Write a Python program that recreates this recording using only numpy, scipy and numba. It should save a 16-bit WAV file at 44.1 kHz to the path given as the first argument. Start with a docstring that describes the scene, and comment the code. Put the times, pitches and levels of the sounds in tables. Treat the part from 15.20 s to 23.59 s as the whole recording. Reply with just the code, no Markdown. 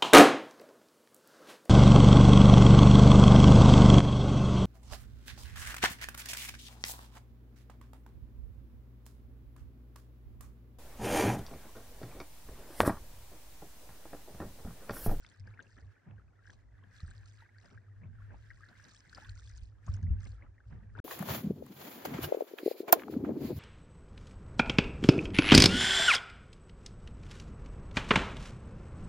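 """A canoe on a calm lake, heard on the two microphones of a phone, in two scenes with a brief silence between.
First a breeze, as filtered noise, booms in the hull while water trickles, laps and fizzes along it:
bubbles are decaying sines, foam and wash are coloured noise. Then stronger wind buffets the microphones;
close by, umbrella cloth rustles as noise and crackle, a rib squeaks, and the catch snaps as ringing metal.
Dull knocks of hands and gear fall in both scenes."""
import sys
import numpy as np
from scipy import signal
from scipy.fft import rfft, irfft, next_fast_len
from scipy.io import wavfile
from scipy.ndimage import uniform_filter1d
from numba import njit

SR = 44100
rng = np.random.default_rng(int(sys.argv[2]) if len(sys.argv) > 2 else 0)


def wav_record(signal):
    """Record a signal, one row per channel, as 16-bit PCM in the file named by sys.argv[1]."""
    frames = np.transpose(np.atleast_2d(signal))
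    bounded = np.clip(frames, -1, 1)
    # unit amplitude maps onto the largest positive 16-bit level
    quanta = np.round(bounded * 32767).astype(np.int16)
    wavfile.write(sys.argv[1], SR, quanta)


N = 369986
CUT_S, RESUME_S = 5.802, 5.842  # end of the first scene, start of the second


def undb(db):
    """Gain of a level in dB."""
    return 10 ** (np.asarray(db) / 20)


def unit(x):
    """Scaled to rms 1."""
    return x / np.sqrt(np.mean(x ** 2))


def sides(pan_db):
    """Left and right gains for a left-minus-right difference in dB."""
    return undb(np.array([pan_db, -pan_db]) / 2)


def columns(rows):
    """Every column of a curve over time, interpolated sample by sample."""
    s, *rest = np.transpose(rows)
    return [np.interp(np.arange(N) / SR, s, column) for column in rest]


def colour(x, points):
    """Shapes each channel to a spectrum of (frequency, level) points; rms 1."""
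    hz, db = np.transpose(points)
    size = next_fast_len(N)
    f = np.arange(1, size // 2 + 2) * SR / size
    gain = undb(np.interp(np.log(f), np.log(hz), db, left=-90, right=-90))
    return unit(irfft(rfft(x, size) * gain, size)[..., :N])


def pair(alike):
    """Noise on two sides with the given likeness, 0 to 1."""
    mid, side = rng.standard_normal((2, N))
    alike = np.clip(alike, 0, 1)
    opposite = np.array([[1], [-1]])
    return np.sqrt((1 + alike) / 2) * mid + np.sqrt((1 - alike) / 2) * side * opposite


def walk(rate):
    """Random levels held 1 / rate s and smoothed twice; spread near 1."""
    k = int(SR / rate)
    held = np.repeat(rng.standard_normal(N // k + 1), k)
    return 1.3 * uniform_filter1d(uniform_filter1d(held, k), k)[:N]


@njit
def svf(x, hz, damp):
    """State-variable band-pass with a moving centre; width = damp * centre."""
    y, b, l = np.empty(len(x)), 0., 0.
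    for i in range(len(x)):
        g = np.tan(np.pi * hz[i] / SR)
        v = (b + g * (x[i] - l)) / (1 + g * (g + damp))
        b, l, y[i] = 2 * v - b, l + 2 * g * v, damp * v
    return y


@njit
def rings(start, hz, t60, rise, glide, left, right):
    """Decaying sines that swell for rise s and glide in pitch by a share over their t60."""
    out = np.zeros((2, N))
    for k in range(len(start)):
        i0, n = int(start[k] * SR), int((t60[k] + rise[k]) * SR)
        phase = 0.
        for i in range(min(n, N - i0)):
            t = i / SR
            phase += 2 * np.pi * hz[k] * (1 + glide[k] * t / t60[k]) / SR
            env = np.sin(.5 * np.pi * t / rise[k]) ** 2 if t < rise[k] else 1000. ** ((rise[k] - t) / t60[k])
            out[0, i0 + i] += left[k] * env * np.sin(phase)
            out[1, i0 + i] += right[k] * env * np.sin(phase)
    return out


def ring(s, hz, db, t60, rise, glide=0., pan_db=0.):
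    """Decaying sines from columns or single values."""
    settings = np.broadcast_arrays(np.atleast_1d(s), hz, db, t60, rise, glide, pan_db)
    s, hz, db, t60, rise, glide, pan_db = (1. * a for a in settings)
    left, right = undb(db) * sides(pan_db)
    return rings(s, np.minimum(hz, .45 * SR), np.maximum(t60, 1e-4), np.maximum(rise, 1e-5), glide, left, right)


def crackle(per_s, spread_db, alike):
    """Lone clicks of uneven but bounded size, each at its own place."""
    hit = rng.random(N) < per_s / SR
    return hit * undb(spread_db * np.minimum(rng.exponential(size=N), 3)) * pair(alike)


def droplets(count, hz_of, cycles, swell, spread_db, wide_db):
    """Bubbles at random moments, pitches, sizes and places; rms 1 while the first scene lasts."""
    when, pitch, size, place, length = rng.random((count, 5)).T
    hz = hz_of(pitch)
    db = spread_db * np.minimum(-np.log(size), 3.2)
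    out = ring(when * CUT_S, hz, db, cycles * (.6 + length) / hz, swell / hz, .08, wide_db * (place - .5))
    return unit(out) * np.sqrt(CUT_S * SR / N)


def swells(s, length, db, rise_s, fall_s):
    """Gain of events that swell, hold and fade; rise and fall are the times for 20 dB."""
    length, rise_s, fall_s = (np.reshape(np.maximum(a, 1e-3), (-1, 1)) for a in (length, rise_s, fall_s))
    late = np.arange(N) / SR - s[:, None]
    below = np.maximum(-late / rise_s, 0) + np.maximum((late - length) / fall_s, 0)
    return np.sqrt((undb(db[:, None] - 20 * below) ** 2).sum(axis=0))


# Spectrum of the steady air over the lake: (frequency [Hz], relative level per Hz [dB])
AIR_SPECTRUM = [(150, -11), (250, 3), (1000, -9.5), (2600, -28), (6000, -24.5), (9000, -33), (11000, -45.5)]
AIR_DB = -76, -92.5  # in the first and second scene


def lake_air():
    """Steady air over the lake: coloured noise, almost unlike on the two microphones."""
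    return colour(pair(0.086), AIR_SPECTRUM)


# Wavelets that lap the hull: (time [s], relative wash level [dB], relative low thud level [dB])
HULL_LAPS = [(0.068, -52.5, -70), (0.259, -54, -79), (0.34, -49.5, -76), (0.373, -53, -75),
             (0.396, -48, -71), (0.574, -49.5, -69), (0.876, -50.5, -55.5), (0.91, -55.5, -68),
             (1.295, -55, -71.5), (1.642, -55, -64), (1.886, -58, -66), (2.452, -50, -68),
             (2.531, -54, -65), (2.829, -51.5, -52), (3.115, -47.5, -71), (3.493, -57, -66),
             (3.654, -56.5, -67.5), (3.88, -60, -68), (3.969, -46, -68.5), (4.684, -47.5, -51.5),
             (4.769, -52, -63), (4.831, -56, -44), (4.932, -58, -55), (5.063, -53.5, -70),
             (5.223, -50.5, -86), (5.524, -45.5, -47), (5.785, -41, -78)]
LAP_RISE_S, LAP_FALL_S, THUD_FALL_S = .035, 0.11, 0.2  # times to change by 20 dB


def lap_gain():
    """Gains of the wash and of the thud: each lap swells before its time and fades after it."""
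    s, wash_db, thud_db = np.transpose(HULL_LAPS)
    wash = swells(s, 0, wash_db - 15, LAP_RISE_S, LAP_FALL_S)
    thud = swells(s, 0, thud_db - 0.5, LAP_RISE_S, THUD_FALL_S)
    return wash, thud


# Steady breeze across the canoe: (time [s], relative level [dB])
BREEZE_LEVEL = [(0, -48.5), (.12, -61), (.7, -55), (.83, -71.5), (1.0, -51.5), (1.12, -61), (1.3, -57),
                (2.1, -53), (2.45, -62), (3.0, -46), (3.35, -53), (3.85, -64.5), (4.1, -52.5), (5.3, -56),
                (5.42, -61.5), (5.6, -51.5), (5.8, -47)]
# Puffs on top of it: (start [s], relative level [dB], length [s])
BREEZE_PUFFS = [(0.204, -47, 0.11), (0.63, -49, 0.033), (0.88, -49, 0.069), (1.54, -55, 0.077),
                (1.842, -43, 0.057), (2.556, -48, 0.027), (2.86, -44, 0.02), (4.082, -52, 0.015),
                (4.424, -44.5, 0.009), (4.688, -33.5, 0.067), (4.825, -33.5, 0.14), (5.039, -40.5, 0.045),
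                (5.26, -51, 0.027), (5.47, -52, 0.12), (5.797, -38.5, .03)]
# Deep turbulence against the boom: (time [s], relative level [dB])
DEEP_LEVEL = [(0, -8), (2.9, -8), (3.3, -10), (4.1, 1), (5.8, -1)]
# Spectrum of that turbulence: (frequency [Hz], relative level per Hz [dB])
DEEP_SPECTRUM = [(15, -34.5), (28, -6), (60, 4.5), (105, -11), (135, -32), (190, -50)]
# Spectrum of the flutter and the thuds: (frequency [Hz], relative level per Hz [dB])
FLUTTER_SPECTRUM = [(105, -27), (130, 2.5), (170, -2.5), (230, -5.5), (330, -40)]
PUFF_RISE_S, PUFF_FALL_S = 0.013, 0.082  # times to change by 20 dB
HULL_HZ, HULL_WIDTH_HZ = 101, 15  # the boom of the hull; width of each of two band-passes


def breeze():
    """Turbulence booms in the hull over a deeper rumble; flutter and the thuds of the laps lie above."""
    s, db, length = np.transpose(BREEZE_PUFFS)
    gain = np.hypot(undb(columns(BREEZE_LEVEL)[0]), swells(s, length, db, PUFF_RISE_S, PUFF_FALL_S))
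    hz, damp = np.full(N, 1. * HULL_HZ), HULL_WIDTH_HZ / HULL_HZ
    boom = unit(np.array([svf(svf(x, hz, damp), hz, damp) for x in pair(0.72)]))
    deep = colour(pair(0.84), DEEP_SPECTRUM) * undb(columns(DEEP_LEVEL)[0] + 4.1 * walk(11))
    flutter_gain = np.hypot(gain * undb(-29), lap_gain()[1])
    return (boom + deep) * gain * undb(-3.0) + colour(pair(0.72), FLUTTER_SPECTRUM) * flutter_gain


# Spectrum of the wash along the hull: (frequency [Hz], relative level per Hz [dB])
WASH_SPECTRUM = [(180, -2), (260, -2), (500, -12), (1100, -14.5), (2600, -24), (4200, -46)]


def wash():
    """Dull wash: noise, clicks and scattered plops that swell with each lap."""
    plops = droplets(count=900, hz_of=lambda u: 350 * 9.96 ** u, cycles=26, swell=2.2, spread_db=4.5, wide_db=35.5)
    rush = colour(pair(0.18) + 0.3 * unit(crackle(150, 3.0, 0.24)), WASH_SPECTRUM)
    between_laps = undb(-86)
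    return np.hypot(between_laps, lap_gain()[0]) * (rush + 0.6 * plops) * undb(3.0 * walk(55) + 2.5)


# Trickle along the hull: (time [s], relative level [dB])
TRICKLE_LEVEL = [(0.0, -70.5), (0.45, -71), (0.9, -81), (1.58, -76), (1.87, -74.5), (2.34, -72),
                 (2.89, -78), (3.46, -67.5), (3.6, -74), (3.86, -70.5), (4.09, -67.5), (4.31, -75),
                 (4.54, -80), (5.01, -70), (5.54, -80), (5.8, -75.5)]


def trickle():
    """Small bubbles that ring near one pitch under the hull, over a patchy narrow hum."""
    small = droplets(count=1500, hz_of=lambda u: 1640 * (u / (1 - u)) ** 0.1,
                     cycles=40, swell=4, spread_db=5.2, wide_db=12.5)
    hum = np.array([svf(x, np.full(N, 1650.), 0.12) for x in pair(0.31)])
    both = small + unit(hum) * undb(-2.5 + 3.5 * walk(30))
    return undb(columns(TRICKLE_LEVEL)[0]) * both * undb(3.2 * walk(11))


# Patches of foam: (start [s], length [s], relative level [dB])
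FOAM_PATCHES = [(0.005, 0.11, -66), (0.27, 0.074, -78), (0.435, 0.2, -74), (1.27, 0.048, -68.5),
                (1.72, 0.46, -69.5), (2.39, 0.15, -73), (2.805, 0.013, -85), (3.152, 0.35, -74.5),
                (3.577, 0.2, -66), (3.872, 0.56, -66), (4.665, 0.094, -67), (5.028, 0.06, -67),
                (5.49, 0.036, -79.5), (5.804, .03, -64)]
# Single spits of spray: (time [s], relative level [dB], starting frequency [Hz])
SPRAY_SPITS = [(0.0635, -48, 3510), (0.1153, -59, 3270), (0.197, -51.5, 5000), (0.271, -54, 4830),
               (0.4252, -51, 6300), (1.303, -53.5, 3250), (1.8034, -46, 4120), (1.876, -54.5, 8300),
               (1.906, -49, 8100), (1.98, -55, 4740), (2.057, -56, 4300), (2.206, -54, 3900),
               (2.384, -57, 4500), (2.457, -50, 4930), (3.487, -53, 4240), (3.714, -52, 4320),
               (3.7614, -53, 3300), (3.8046, -51.5, 4900), (3.8954, -49, 4200), (3.9482, -38.5, 4900),
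               (3.977, -51, 4800), (4.0465, -48, 3500), (4.0933, -40.5, 4300), (4.274, -51, 3410),
               (4.296, -51.5, 6100), (4.374, -47, 6500), (4.665, -47.5, 6560), (4.7393, -43, 5360),
               (4.766, -52, 6500), (4.8281, -54, 6300), (5.004, -54, 6160), (5.0515, -51.5, 5100),
               (5.118, -54, 4340)]
# Spectrum of the fizz: (frequency [Hz], relative level per Hz [dB])
FIZZ_SPECTRUM = [(1470, -34.5), (2500, 4.5), (2740, -6), (4230, 0), (5180, 1.5), (5680, 1.5), (8590, -2.5),
                 (12000, -55.5), (15600, -87), (22000, -120)]
FOAM_RISE_S, FOAM_FALL_S = 0.056, 0.11  # times to change by 20 dB
SPIT_RISE_S, SPIT_FALL_S = 0.00068, 0.015  # times to change by 20 dB
FIZZ_LAG = 9  # samples by which the left microphone hears the fizz later


def foam():
    """Fizz of fine droplets, noise and clicks in patches; each spit is a burst of it with a short ring."""
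    gain = swells(*np.transpose(FOAM_PATCHES), FOAM_RISE_S, FOAM_FALL_S) * undb(2.8 * walk(50))
    s, db, hz = np.transpose(SPRAY_SPITS)
    gain = np.hypot(gain, swells(s, 0, db - 10.5, SPIT_RISE_S, SPIT_FALL_S))
    spits = ring(s, hz, db - 4, t60=48 / hz, rise=0.00066, glide=0.054, pan_db=2.6)
    fine = droplets(count=3500, hz_of=lambda u: 2600 * 3.8 ** u, cycles=24, swell=2, spread_db=4.6, wide_db=18)
    grains = fine + 0.53 * pair(0.1) + 0.8 * unit(crackle(430, 4.5, 0.25))
    fizz = colour(grains, FIZZ_SPECTRUM) * undb(-5.0)
    fizz[0] = np.roll(fizz[0], FIZZ_LAG)
    return gain * fizz + spits


# Loud bubbles at the hull: (start [s], level [dB], starting frequency [Hz], left minus right [dB])
LOUD_BUBBLES = [(0.274, -49, 1590, 6), (0.338, -56, 2280, 2), (0.374, -53, 1840, 4), (0.3914, -40, 1533, 6),
                (0.399, -43.5, 1580, 8), (0.58, -54, 1720, 3), (0.98, -58.5, 1580, 8),
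                (0.996, -60, 1290, 6), (1.2543, -53, 1550, 7), (1.273, -49, 1630, 4), (1.297, -47, 1650, 5),
                (1.64, -59, 1660, 6), (1.8793, -51, 1600, 5), (1.911, -50.5, 1540, 4),
                (1.552, -62, 1700, 4), (2.29, -57, 1940, -4), (2.382, -54, 1670, 6), (2.4597, -57, 1600, 6),
                (2.575, -48, 1600, 6), (2.834, -56, 2240, 2), (3.019, -55.5, 1430, 8),
                (3.105, -53, 1580, 6), (3.303, -43.5, 1870, 4), (3.311, -47, 1600, 6),
                (3.433, -46.5, 1650, 4), (3.597, -52.5, 1600, 8), (3.9283, -46, 1510, 8),
                (3.977, -50.5, 1330, 17), (4.2742, -61, 1630, 2), (4.682, -45, 1170, 5),
                (4.77, -58, 1520, 5), (4.743, -57, 1500, 11), (4.829, -59, 1640, 4), (4.866, -55, 1960, 2),
                (5.031, -55, 1700, 5), (5.06, -54, 2110, 5), (5.222, -51.5, 2060, 4), (5.38, -57, 1840, 3),
                (5.403, -56, 1520, 4), (5.751, -46, 1430, 7), (5.761, -54, 1540, 5),
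                (5.7892, -41, 1480, 6.5)]


def bubbles():
    """Loud bubbles: sines that rise a little in pitch as they decay, each with a weaker, later one above."""
    s, db, hz, pan_db = np.transpose(LOUD_BUBBLES)
    main = ring(s, hz, db, 32 / hz, 0.002, 0.04, pan_db)
    return main + ring(s + .004, 1.12 * hz, db - 9, 30 / hz, 0.003, 0.05, pan_db)


# Stronger wind: (time [s], relative level [dB], band centre [Hz], relative deep rumble level [dB])
WIND_GUSTS = [(5.84, -44.5, 320, -64), (5.92, -72, 328, -66), (6.01, -44, 187, -63), (6.1, -50, 191, -44),
              (6.22, -44.5, 180, -55), (6.28, -41.5, 211, -39.5), (6.36, -48.5, 238, -56),
              (6.52, -56.5, 207, -63), (6.6, -57, 204, -65), (6.79, -51.5, 234, -63.5),
              (6.9, -47.5, 234, -54), (6.95, -48, 195, -51), (7.07, -45.5, 290, -42),
              (7.14, -42.5, 410, -103), (7.3, -60, 337, -99), (7.47, -51, 345, -102),
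              (7.58, -57.5, 368, -102), (7.66, -52.5, 334, -98), (7.73, -35, 448, -69.5),
              (7.83, -48, 235, -62), (7.98, -42.5, 255, -47), (8.32, -39, 258, -46), (8.39, -57, 187, -46)]
# Spectrum of its deep rumble: (frequency [Hz], relative level per Hz [dB])
RUMBLE_SPECTRUM = [(20, -17), (40, -25.5), (70, 0.5), (100, 3.5), (125, 0), (150, 11)]


def wind():
    """Turbulence in a band that moves with the gust; the higher it lies, the less alike the microphones."""
    db, hz, rumble_db = columns(WIND_GUSTS)
    noise = pair(1.55 - hz / 400) * undb(4.2 * walk(55))
    damp = 1.114
    wide = np.array([svf(svf(svf(x, hz, damp), hz, damp), hz, damp) for x in noise])
    band = np.array([svf(x, hz, damp) for x in wide]) + 0.23 * wide
    band = np.diff(band, prepend=0) * SR / (2 * np.pi * hz)  # the slope tilts the band towards the treble
    band *= undb(db - 2.5) * sides(hz / 120) / np.sqrt(hz * damp / SR)
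    return band + colour(pair(1.0), RUMBLE_SPECTRUM) * undb(rumble_db + 3.45 * walk(30))


# Single buffets of wind on the microphones: (start [s], relative level [dB], nominal frequency [Hz])
WIND_BUFFETS = [(1.828, -30, 84.5), (4.685, -29, 79), (4.833, -23, 92.7), (4.903, -20, 80.7),
                (5.844, -39.5, 340), (6.001, -27, 190), (6.025, -36, 168), (6.239, -30.5, 201),
                (6.263, -26, 184), (6.297, -24, 193), (6.304, -24.5, 407), (6.421, -29, 555),
                (6.855, -24, 570), (6.939, -32, 151), (6.985, -27, 340), (7.086, -33, 600),
                (7.12, -18, 517), (7.143, -26, 502), (7.168, -32, 398), (7.205, -24, 558),
                (7.218, -28.5, 445), (7.31, -44, 410), (7.333, -34, 420), (7.428, -34, 323),
                (7.458, -20, 390), (7.475, -22, 450), (7.51, -26, 485), (7.6, -30, 355), (7.628, -39, 416),
                (7.894, -32, 377), (7.962, -22.5, 247.5), (7.993, -33.5, 250), (8.022, -29.5, 253),
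                (8.034, -24.5, 295), (8.064, -29, 254), (8.09, -25, 634), (8.107, -27, 214),
                (8.167, -27.5, 288), (8.244, -27, 234), (8.3, -32, 300)]


def buffets():
    """A few cycles of pressure swing with two weaker upper swings; higher ones drift apart between the sides."""
    s, db, hz = np.transpose(WIND_BUFFETS)
    swell = 0.0031 + 0.63 / hz
    pan_db = 6 / (1 + (375 / hz) ** 8)  # buffets above 375 Hz lean left
    chance = rng.random((len(s), 2)).T
    upper = 1.45 + 0.2 * chance[0]
    apart = 1 + (hz / 1300) ** 2 * (chance[1] - .5)

    def swings(f):
        main = ring(s, f, db, 7.3 / hz, swell, -0.0045, pan_db)
        second = ring(s, f * upper, db - 7.0, 2.0 / hz, swell, -0.13, pan_db)
        third = ring(s + swell / 2, f * upper ** 2, db - 22, 2.5 / hz, swell / 2, 0, pan_db)
        return main + second + third

    return np.array([swings(hz * apart)[0], swings(hz / apart)[1]])


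# Swells of soft hiss close by: (start [s], length [s], relative level [dB])
HISS_SWELLS = [(7.466, 0.056, -57.5), (7.588, 0.029, -63.5), (7.92, 0.027, -68.5), (8.268, 0.027, -57.5),
               (8.343, 0.038, -66)]
# Its resonances: (frequency [Hz], relative level per Hz [dB])
HISS_SPECTRUM = [(1500, -12), (2300, 1), (3100, -13), (4300, 0.5), (5200, -6), (5900, -29.5), (7200, -13),
                 (8000, -24)]


def hiss():
    """Smooth noise in three resonances that swells slowly and stops quickly."""
    gain = swells(*np.transpose(HISS_SWELLS), rise_s=0.11, fall_s=0.023)
    return colour(pair(0.42), HISS_SPECTRUM) * gain * undb(2 * walk(66))


# Knocks and ticks of hands and gear:
# (time [s], relative level [dB], body centre [Hz], treble relative to body [dB], left minus right [dB])
GEAR_KNOCKS = [(0.0467, -48.5, 1900, -30, 3), (3.9715, -45, 1280, -33, 0), (3.982, -43.5, 594, -37, 9),
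               (4.678, -44.5, 910, -36, 10), (5.879, -35, 815, -20, 4), (5.909, -35, 1490, -7, 1),
               (5.992, -40.5, 1140, 18.5, 1), (6.026, -32.5, 890, 3, 11), (6.086, -31, 1110, -23, 9),
               (6.464, -47.5, 1070, 11, 8), (6.855, -38, 860, 9, 15), (6.936, -40, 1410, -13, -7),
               (6.983, -38, 1570, -25, -2), (7.385, -33, 2030, -9, -8), (7.682, -28.5, 668, -8, 3.5),
               (7.693, -45, 770, 5, -9), (7.795, -39.5, 1900, -25, -0.5), (7.819, -40, 1480, -1, 4),
               (7.834, -40.5, 1730, -29, 4), (7.881, -38.5, 724, -26.5, 6.5), (7.938, -42.5, 1096, -20, -6),
               (8.047, -43.5, 1100, -20, -14)]


def knocks():
    """A dull broad tap of many close, short rings around the body pitch and a crack of treble noise."""
    out, t = np.zeros((2, N)), np.arange(1200) / SR
    octaves = np.linspace(-1, 1, num=9)
    cracks = rng.standard_normal((len(GEAR_KNOCKS), len(t)))
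    for (s, db, hz, treble_db, pan_db), crack in zip(GEAR_KNOCKS, cracks):
        # the same random numbers scatter the rings in time and pitch
        late = 0.001197 * np.abs(crack[-len(octaves):])
        body_hz = hz * 2 ** (0.887 * octaves + 0.1 * crack[:len(octaves)])
        out += ring(s + late, body_hz, db - 5.5 - 9.5 * octaves ** 2, 0.015, 0.00056, 0, pan_db)
        treble = np.diff(crack, prepend=0) * 1000. ** (-t / 0.0041) * undb(db + treble_db - 12.0)
        i = int(s * SR)
        out[:, i:i + len(t)] += treble * sides(pan_db)[:, None]
    return out


# Swishes of umbrella cloth close by: (start [s], length [s], relative level [dB], relative brightness [dB])
CLOTH_SWISHES = [(5.864, 0.088, -58.5, 0), (5.912, 0.015, -46.5, -4.5), (5.937, 0.024, -66, 2),
                 (5.991, 0.033, -49.5, -8), (6.101, 0.056, -42, -4.5), (6.626, 0.12, -54.5, -3.5),
                 (6.852, 0.0037, -41.5, -5), (6.88, 0.17, -51.5, -9), (6.94, 0.0051, -48, -12),
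                 (7.032, 0.014, -42.5, -2.5), (7.09, 0.21, -66.5, -4), (7.384, 0.015, -54, -8),
                 (7.459, 0.048, -64, 1.5), (7.582, 0.019, -63.5, -0.5), (7.683, 0.0075, -42, -13.5),
                 (7.726, 0.0021, -28, -2.5), (7.757, 0.05, -55.5, -8.5), (7.911, 0.021, -60.5, -4.5),
                 (8.047, 0.0066, -51.5, -18), (8.236, 0.048, -60, -2), (8.367, 0.055, -64.5, -0.5)]
# Spectra of the cloth's body, its crisp treble and its top: (frequency [Hz], relative level per Hz [dB])
CLOTH_SPECTRUM = [(300, 1.5), (700, 1), (1240, -4), (2300, -7), (2900, -18.5), (3600, -21.5)]
CRISP_SPECTRUM = [(2300, -9), (3000, 0), (4300, 1), (5600, -4.5), (7200, -1.5), (8000, -13.5),
                  (8500, -47.5)]
SHEEN_SPECTRUM = [(8800, -37), (9700, -8.5), (12000, -6), (14800, -1), (16500, -9.5)]
# A rib squeaks against the cloth: (start [s], frequency [Hz], relative level [dB])
RIB_SQUEAK = [(7.032, 2890, -41), (7.037, 1600, -42.5), (7.038, 5300, -51)]


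def umbrella():
    """Cloth that rubs, crinkles and squeaks once; the top reaches both microphones much alike."""
    s, length, db, bright_db = np.transpose(CLOTH_SWISHES)
    # times to change by 20 dB
    rise_s, fall_s = 1.45 * length, 0.017 + 1.29 * length
    steady_rustle = undb(-75.5)
    body, crisp, top = (np.hypot(steady_rustle, swells(s, length, db + more_db, rise_s, fall_s))
                        for more_db in (0, bright_db, 5 + 1.57 * bright_db))
    flutter = undb(2.1 * walk(90))
    rub = unit(crackle(900, 2.4, 0.23)) * 0.42 + pair(0.13)
    cloth = colour(rub, CLOTH_SPECTRUM) * body * undb(2.5) + colour(rub, CRISP_SPECTRUM) * crisp
    cloth *= sides(1.0)[:, None]
    sheen = colour(pair(0.75), SHEEN_SPECTRUM) * top
    s, hz, db = np.transpose(RIB_SQUEAK)
    squeak = ring(s, hz, db, t60=0.051, rise=0.013)
    return flutter * (cloth + squeak) + sheen


# Ticks of the umbrella's catch: (time [s], relative level [dB])
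CATCH_TICKS = [(7.7251, -15), (7.7259, -1), (7.7274, -11), (7.7297, -5)]
# Modes of each tick: (frequency [Hz], relative level [dB], t60 [s], gain on the right, negative is inverted)
CATCH_MODES = [(14400, 0, .005, 1), (13300, -7, .005, 1), (10800, -3, .005, -.3), (9700, -7, .005, -.2),
               (8000, -14, .006, -.5), (5300, -14, .006, .3)]
# Modes of the shaft: (frequency [Hz], level [dB], t60 before a factor for each side [s])
UMBRELLA_SHAFT = [(674, -4, 0.025), (1048, -13.5, 0.034), (1395, -13.5, 0.021), (330, -18.5, 0.058),
                  (2650, -30, 0.016)]
SHAFT_S, SHAFT_LAG_S = 7.7272, .0011  # start on the left, delay on the right


def catch():
    """Metal ticks, some modes in opposite phase on the two sides; the shaft rings left first, then right."""
    hz, db, t60, right_gain = np.transpose(CATCH_MODES)
    modes = [sum(ring(s, f, tick_db + d - 0.5, t, .0001)[0] for s, tick_db in CATCH_TICKS)
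             for f, d, t in zip(hz, db, t60)]
    ticks = np.array([sum(modes), right_gain @ np.array(modes)])
    hz, db, t60 = np.transpose(UMBRELLA_SHAFT)
    left = ring(SHAFT_S, hz, db, t60 * .6, 0.0014)[0]
    right = ring(SHAFT_S + SHAFT_LAG_S, hz, db, t60 * 1.2, 0.0014)[0]
    t = np.maximum(np.arange(N) / SR - CATCH_TICKS[0][0], 0)
    rattle = (t > 0) * 1000. ** (-t / 0.015) * np.diff(pair(.85), prepend=0) * undb(-19.5)
    return ticks + np.array([left, right]) + rattle


def scene():
    """Two scenes, each with its wind and steady sound, and the events on top."""
    t = np.arange(N) / SR
    first_on = np.clip((CUT_S - t) / 0.00058, 0, 1)
    second_on = np.clip((t - RESUME_S) / 0.00026, 0, 1)
    air, thumps, hits = lake_air(), buffets(), knocks()
    water = wash() + trickle() + foam() + bubbles()
    first = air * undb(AIR_DB[0]) + breeze() + water + thumps + hits
    # in the second scene the buffets pass twice through a band that moves with the wind's, so their deep part
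    # is thin
    gust_hz = columns(WIND_GUSTS)[1]
    thin = np.array([svf(svf(x, gust_hz, 1.44), gust_hz, 1.44) for x in thumps]) * undb(4.0)
    # a high-pass at 180 Hz keeps the knocks and the catch free of bass
    no_bass = signal.butter(2, 180, "high", fs=SR, output="sos")
    hits_and_catch = signal.sosfilt(no_bass, hits + catch())
    second = air * undb(AIR_DB[1]) + wind() + thin + hiss() + umbrella() + hits_and_catch
    return first * first_on + second * second_on


def record(dry):
    """The phone cuts the top: a steep low-pass at 15850 Hz."""
    return signal.sosfilt(signal.ellip(10, .2, 80, 15850, fs=SR, output="sos"), dry)


dry = scene()
out = record(dry)
wav_record(out)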